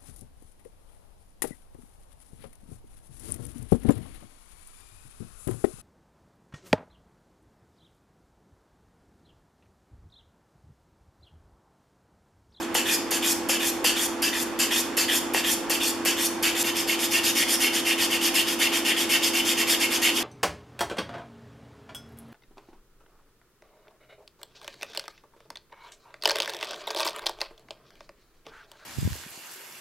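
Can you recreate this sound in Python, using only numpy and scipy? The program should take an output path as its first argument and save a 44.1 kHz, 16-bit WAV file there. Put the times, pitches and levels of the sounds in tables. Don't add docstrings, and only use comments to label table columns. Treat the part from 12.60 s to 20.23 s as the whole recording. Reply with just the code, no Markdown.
import sys
import numpy as np
from scipy import signal
from scipy.fft import rfft, irfft, next_fast_len
from scipy.io import wavfile
from scipy.ndimage import uniform_filter1d, map_coordinates

SR = 44100
rng = np.random.default_rng(int(sys.argv[2]) if len(sys.argv) > 2 else 0)


def generate_wav(signal):
    frames = np.transpose(np.atleast_2d(signal))
    scaled = np.clip(frames, -1, 1) * 32767
    pcm = np.round(scaled).astype(np.int16)
    wavfile.write(sys.argv[1], SR, pcm)


N = 336483

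# push start t/s, pull start t/s, push force/dB, pull force/dB,
# push bite/dB, pull bite/dB (force is relative; bite is the hiss gained over the rasp)
FACE_STROKES = [(0.146, 0.251, -0.5, 2, -1, 0.5), (0.51, 0.621, -3, 0.9, 0, 2.5),
                (0.889, 0.994, 1, 0, 0, 0.5), (1.245, 1.356, 3, -1, 1.5, 0.5),
                (1.622, 1.725, 0.5, -2, -0.5, -1), (1.992, 2.104, 0.5, 1.5, 1, 1),
                (2.371, 2.479, -0.5, 3.5, 1.5, 0), (2.738, 2.836, -1.5, 1.5, -2.5, 1.5),
                (3.099, 3.198, -2, -1, 0, 1), (3.452, 3.565, 1, -2, 0, 1.5),
                (3.828, 3.948, 2.5, -2, -1, 2.5)]
FACE_PUSH_MANNER = dict(rasp_db=-26.6, hiss_db=-23.0, hiss_follows=0.3, rasp_crest=0.27, hiss_crest=0.18, rasp_sharp=1.23, hiss_sharp=1.5, rasp_tilt=-1.4, hiss_tilt=-0.8, flare_db=0.6)


def amp(db):
    return 10 ** (np.asarray(db) / 20)


def unit(x):
    return x / np.sqrt(np.mean(x ** 2) + 1e-20)


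def along(points, hz):
    f, v = np.transpose(points)
    return np.interp(np.log(hz + 1), np.log(f + 1), v)


def wobble(rate, size):
    knots = rng.standard_normal(int(size * rate / SR) + 4)
    return map_coordinates(knots, [np.arange(size) * rate / SR])


def filtered(x, response):
    size = x.shape[-1]
    m = next_fast_len(size + 2048)
    spectrum = rfft(x, m) * response(np.fft.rfftfreq(m, 1 / SR))
    return irfft(spectrum, m)[..., :size]


def stereo(pair, alike):
    turn = lambda hz: np.arccos(np.clip(along(alike, hz), 0, 1)) / 2
    mid, side = filtered(pair, lambda hz: np.array([np.cos(turn(hz)), np.sin(turn(hz))]))
    return np.array([mid + side, mid - side])


def add(track, s, sound):
    start = int(np.clip(round(s * SR), 0, N))
    track[:, start:start + sound.shape[-1]] += sound[:, :N - start]


def fan(air_db, blade_db, hum_db):
    # f/Hz, relative density/dB per Hz
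    air_colour = [(15, -42), (30, -17), (50, -15), (100, -12), (135, -18.5), (190, -7.5), (255, -1.5),
                  (370, -3.5), (500, -6.5), (610, -10.5), (820, -5.5), (1300, -10), (3000, -18),
                  (5500, -26.5), (14000, -40)]
    # f/Hz, likeness (0-1)
    air_alike = [(30, 0), (80, 0), (160, 0.13), (280, 0.96), (520, 0.49), (1100, 0.77), (3000, 0.58),
                 (10000, 0.4)]
    # t/s, f/Hz; the brief rise near 4.03 s stands for the phase jump at the cut
    blade_pitch = [(0.2, 335.3), (0.79, 335.8), (3.91, 335.7), (4.03, 338.4), (4.12, 336.8), (5.08, 336.8),
                   (5.15, 335.7), (7.6, 335.5)]
    # f/Hz, relative level/dB
    hum_tones = [(88, -68), (106, -61.5), (229.5, -50.5), (247.5, -43.5), (283, -47.5), (300, -47),
                 (390, -63), (425, -61), (495.6, -50), (511, -53.5), (531, -48.5), (654, -51), (878, -54.5),
                 (1099, -55)]
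    t = np.arange(N) / SR
    rush = filtered(rng.standard_normal((2, N)), lambda hz: amp(along(air_colour, hz)))
    air = unit(stereo(rush, air_alike))
    turns = np.cumsum(np.interp(t, *np.transpose(blade_pitch))) / SR
    blade = amp(blade_db + 1.06 * wobble(4.05, N)) * np.sin(2 * np.pi * turns + 0.23 * wobble(5, N))
    hum = np.zeros(N)
    for hz, db in hum_tones:
        phase = 2 * np.pi * (hz * t + rng.random()) + 1.07 * wobble(3, N)
        hum += amp(db + hum_db) * np.sin(phase)
    left_db = -0.73
    return (amp(air_db) * air + blade + hum) * amp([[left_db], [-left_db]])


def workshop(x):
    # f/Hz, t60/s
    wall_decay = [(400, 0.29), (2500, 0.47), (6000, 0.49), (13000, 0.31)]
    # f/Hz, likeness (0-1)
    room_alike = [(500, 1), (3000, 0.76), (8000, 0)]
    out, hop = np.zeros((2, N)), SR // 3
    for start in range(0, N, hop):
        hz, t, z = signal.stft(rng.standard_normal((2, SR // 2)), SR, nperseg=256)
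        t60 = along(wall_decay, hz)[:, None]
        tail = signal.istft(z * amp(-60 * t / t60), SR, nperseg=256)[1]
        tail = tail / np.linalg.norm(tail[0])
        add(out, start / SR + .004, signal.fftconvolve(x[None, start:start + hop], tail, axes=1))
    return stereo(out, room_alike)


def in_room(x, room_db):
    # f/Hz, likeness (0-1)
    direct_alike = [(500, 1), (3000, 0.89), (6000, 0.92), (12000, 0.58)]
    return stereo(x, direct_alike) + amp(room_db) * workshop(x[0])


def landings(scatter_db, scatter_t60, gain_db, lowest_hz):
    # t/s, relative level/dB
    blows = [(0.1517, -14.5), (0.5196, -20), (0.8953, -18.5), (1.2462, -18.5), (2.378, -23),
             (2.7471, -10.5), (3.1037, -19), (3.4585, -21.5)]
    # f/Hz, typical level/dB, t60/s
    knock_modes = [(498, -8, 0.025), (756, -6, 0.012), (1140, -8, 0.0027), (1870, -11, 0.026),
                   (2765, -16.5, 0.12)]
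    out, t = np.zeros((2, N)), np.arange(SR // 12) / SR
    for s, db in blows:
        ring = np.zeros(len(t))
        for hz, level, t60 in knock_modes:
            ring += amp(level + rng.normal(0, 1) - 60 * t / t60) * np.cos(2 * np.pi * hz * t)
        blow = amp(scatter_db - 60 * t / scatter_t60) * rng.standard_normal((2, len(t)))
        blow[0, 0] = 1
        add(out, s, amp(db + gain_db) * signal.fftconvolve(blow, ring[None], axes=1))
    softness_hz = 3500
    return filtered(out, lambda hz: (1j * hz / (lowest_hz + 1j * hz)) ** 2 / (1 + 1j * hz / softness_hz))


def grit(size, per_second, clump_db, clump_rate):
    snaps = rng.standard_normal((2, size)) * (rng.random(size) < per_second / SR)
    return snaps * amp(clump_db * wobble(clump_rate, size))


def first_touches(touch_db, t60):
    # f/Hz, relative density/dB per Hz
    tip_colour = [(1000, -12), (2500, -1), (5000, -8), (9000, -3), (13000, 2.5)]
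    out, t = np.zeros((2, N)), np.arange(SR // 20) / SR
    lead = .002
    for start, _, force_db, _, bite_db, _ in FACE_STROKES:
        grains = grit(len(t), per_second=12000, clump_db=-0.5, clump_rate=590)
        tips = unit(filtered(grains, lambda hz: amp(along(tip_colour, hz))))
        level_db = touch_db + FACE_PUSH_MANNER["hiss_follows"] * force_db + bite_db
        add(out, start - lead, amp(level_db - 60 * t / t60) * tips)
    return out


def resonant(modes, hz):
    return 1 + sum((amp(db) - 1) * 1j * hz * w / (c * c - hz * hz + 1j * hz * w) for c, w, db in modes)


def swell(size, crest, sharp, ease_in, ease_out):
    u, c = (np.arange(size) + .5) / size, np.clip(crest, .05, .95)
    t = u * size / SR
    ease = np.tanh(t / ease_in) * np.tanh(t[::-1] / ease_out)
    return ease * ((u / c) ** c * ((1 - u) / (1 - c)) ** (1 - c)) ** sharp


def patchy(x, depth_db, band_count, frame_count):
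    z = signal.stft(x, nperseg=256)[2]
    field = uniform_filter1d(rng.standard_normal(z.shape[1:]), band_count, 0)
    field = uniform_filter1d(field, frame_count, 1)
    return signal.istft(z * amp(depth_db * unit(field)), nperseg=256)[1][:, :x.shape[-1]]


def stroke(length, force_db, bite_db, grip, rasp_db, hiss_db, hiss_follows, rasp_crest, hiss_crest,
           rasp_sharp, hiss_sharp, rasp_tilt, hiss_tilt, flare_db):
    # f/Hz, relative density/dB per Hz
    rasp_colour = [(300, -34), (700, -14.5), (1250, -13), (1700, -6.5), (2300, -3), (2900, 0.5),
                   (3600, -1.5), (4000, -6), (4700, -13)]
    hiss_colour = [(2000, -29), (3500, -15.5), (4400, -4.5), (6000, -4), (7500, -3), (8300, -6),
                   (10500, -6), (12600, -6)]
    bite_tilt = 0.53
    size = max(round(length * SR), 512)
    shift = 1 + 0.0068 * rng.standard_normal()

    def ring(x, colour, tilt):
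        octaves = lambda hz: np.log2(np.maximum(hz / 1500, 1))
        tone = lambda hz: amp(along(colour, hz) + tilt * octaves(hz))
        return filtered(x, lambda hz: tone(hz) * resonant(grip, hz * shift))

    coarse = grit(size, per_second=8000, clump_db=0.55, clump_rate=304)
    fine = grit(size, per_second=18000, clump_db=0.5, clump_rate=560)
    rasp = ring(coarse, rasp_colour, rasp_tilt + bite_tilt * bite_db)
    hiss = ring(fine, hiss_colour, hiss_tilt)
    rasp = unit(patchy(rasp, depth_db=2.5, band_count=3, frame_count=8))
    hiss = unit(patchy(hiss, depth_db=2.5, band_count=4, frame_count=9))
    rasp *= amp(rasp_db + force_db) * swell(size, rasp_crest, rasp_sharp, ease_in=0.0035, ease_out=0.0051)
    hiss *= amp(hiss_db + hiss_follows * force_db + bite_db)
    hiss *= swell(size, hiss_crest, hiss_sharp, ease_in=0.00096, ease_out=0.0093)
    return amp(flare_db * wobble(49.5, size)) * (rasp + hiss)


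def face_passes(opening_tail_s, opening_tail_db):
    # f/Hz, width/Hz, lift/dB
    push_grip = [(1690, 97, 7.5), (1926, 41, 2), (2670, 84, 10), (3014, 68, 5.5), (3150, 150, 2.5),
                 (4640, 73, 8), (5020, 130, 3.5), (7230, 320, 4)]
    pull_grip = [(1774, 210, 10.2), (1920, 76, 7.8), (2466, 85, 9.6), (2920, 75, 0.98), (3310, 160, 6.2),
                 (3510, 270, 6.7), (5340, 250, 3.1), (7500, 450, 2)]
    pull_manner = dict(rasp_db=-27.5, hiss_db=-23.5, hiss_follows=0.25, rasp_crest=0.2, hiss_crest=0.78, rasp_sharp=1.3, hiss_sharp=1.24, rasp_tilt=-0.35, hiss_tilt=1.46, flare_db=0.75)
    push_s, pull_s = 0.096, 0.118
    out = np.zeros((2, N))
    opening_tail = stroke(opening_tail_s, 0, 0, pull_grip, **FACE_PUSH_MANNER)
    add(out, 0, amp(opening_tail_db) * opening_tail)
    for push, pull, push_db, pull_db, push_bite_db, pull_bite_db in FACE_STROKES:
        add(out, push, stroke(push_s, push_db, push_bite_db, push_grip, **FACE_PUSH_MANNER))
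        add(out, pull, stroke(pull_s, pull_db, pull_bite_db, pull_grip, **pull_manner))
    return out


def edge_scrubs():
    # push start t/s, pull start t/s, push force/dB, pull force/dB (relative)
    scrubs = np.array([(4.033, 4.143, -4, -3), (4.268, 4.383, -2, -2), (4.505, 4.628, 0.5, 1.5),
                       (4.749, 4.875, 0.7, 2), (4.994, 5.121, 0.5, -0.5), (5.247, 5.376, 1, 2),
                       (5.498, 5.606, -1, 1.3), (5.737, 5.86, 2, -1.1), (5.987, 6.114, 1, 0),
                       (6.243, 6.36, 0.8, 0.5), (6.489, 6.617, 1, 1.4), (6.731, 6.845, 0.3, 2),
                       (6.966, 7.067, -0.5, 1.9), (7.194, 7.299, -0.2, 0.1), (7.413, 7.538, 3, -2)])
    # t/s, hiss gained over the rasp/dB
    bite = [(4.05, 1), (4.5, 0), (4.68, 1), (4.8, 1.5), (4.92, 2), (5.25, -2.5), (5.7, 0), (6.2, -3),
            (6.7, 0), (7.3, -1), (7.6, -1)]
    # f/Hz, width/Hz, lift/dB
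    push_grip = [(1884, 58, 9.2), (1980, 69, 3), (2180, 64, 10), (2440, 51, 7), (2745, 68, 10.8),
                 (2880, 53, 4.1), (3020, 81, 7), (3580, 61, 2.9), (4630, 540, 4.6), (5080, 69, 7.3)]
    pull_grip = [(1840, 58, 5.4), (2160, 180, 2.3), (2560, 65, 2.7), (2970, 59, 3.5), (3275, 150, 6),
                 (3690, 120, 4.2), (4650, 500, 2.2), (5140, 420, 5), (7250, 180, 1.8)]
    push_manner = dict(rasp_db=-23.4, hiss_db=-23.5, hiss_follows=1, rasp_crest=0.5, hiss_crest=0.41, rasp_sharp=1.2, hiss_sharp=1.9, rasp_tilt=0.35, hiss_tilt=1.4, flare_db=0.7)
    pull_manner = dict(rasp_db=-27, hiss_db=-24, hiss_follows=1, rasp_crest=0.39, hiss_crest=0.5, rasp_sharp=1.17, hiss_sharp=2.2, rasp_tilt=0.11, hiss_tilt=0.46, flare_db=1.05)
    longest_s, turn_s = 0.1, 0.022
    out = np.zeros((2, N))
    starts, forces = scrubs[:, :2].ravel(), scrubs[:, 2:].ravel()
    lengths = np.minimum(longest_s, np.diff(starts, append=np.inf) - turn_s)
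    directions = [(push_grip, push_manner), (pull_grip, pull_manner)] * len(scrubs)
    for start, length, force_db, (grip, manner) in zip(starts, lengths, forces, directions):
        bite_db = np.interp(start + length / 2, *np.transpose(bite))
        add(out, start, stroke(length, force_db, bite_db, grip, **manner))
    return out


def scene():
    face = face_passes(opening_tail_s=0.08, opening_tail_db=-14)
    contacts = first_touches(touch_db=-20.0, t60=0.11)
    knocks = landings(scatter_db=-29, scatter_t60=.05, gain_db=4.5, lowest_hz=220)
    splice_s = 4.03
    before_splice = np.arange(N) / SR < splice_s
    face_sanding = before_splice * in_room(face + contacts + knocks, room_db=-5.5)
    edge_sanding = in_room(edge_scrubs(), room_db=-5.5)
    return face_sanding + edge_sanding + fan(air_db=-34.5, blade_db=-32.5, hum_db=1.2)


def record(dry):
    # f/Hz, width/Hz
    notch_bands = [(3945, 246), (7885, 190)]
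    # f/Hz, level/dB
    roll_off = [(12700, 0), (13500, -3.5), (14000, -7.5), (14500, -12.5), (15000, -18), (15300, -27),
                (15600, -45)]
    top_hz = 15650

    def response(hz):
        cuts = [(c * c - hz * hz) / (c * c - hz * hz + 1j * hz * w) for c, w in notch_bands]
        return np.prod(cuts, axis=0) * amp(along(roll_off, hz)) * (hz < top_hz)

    return filtered(dry, response)


dry = scene()
out = record(dry)
generate_wav(out)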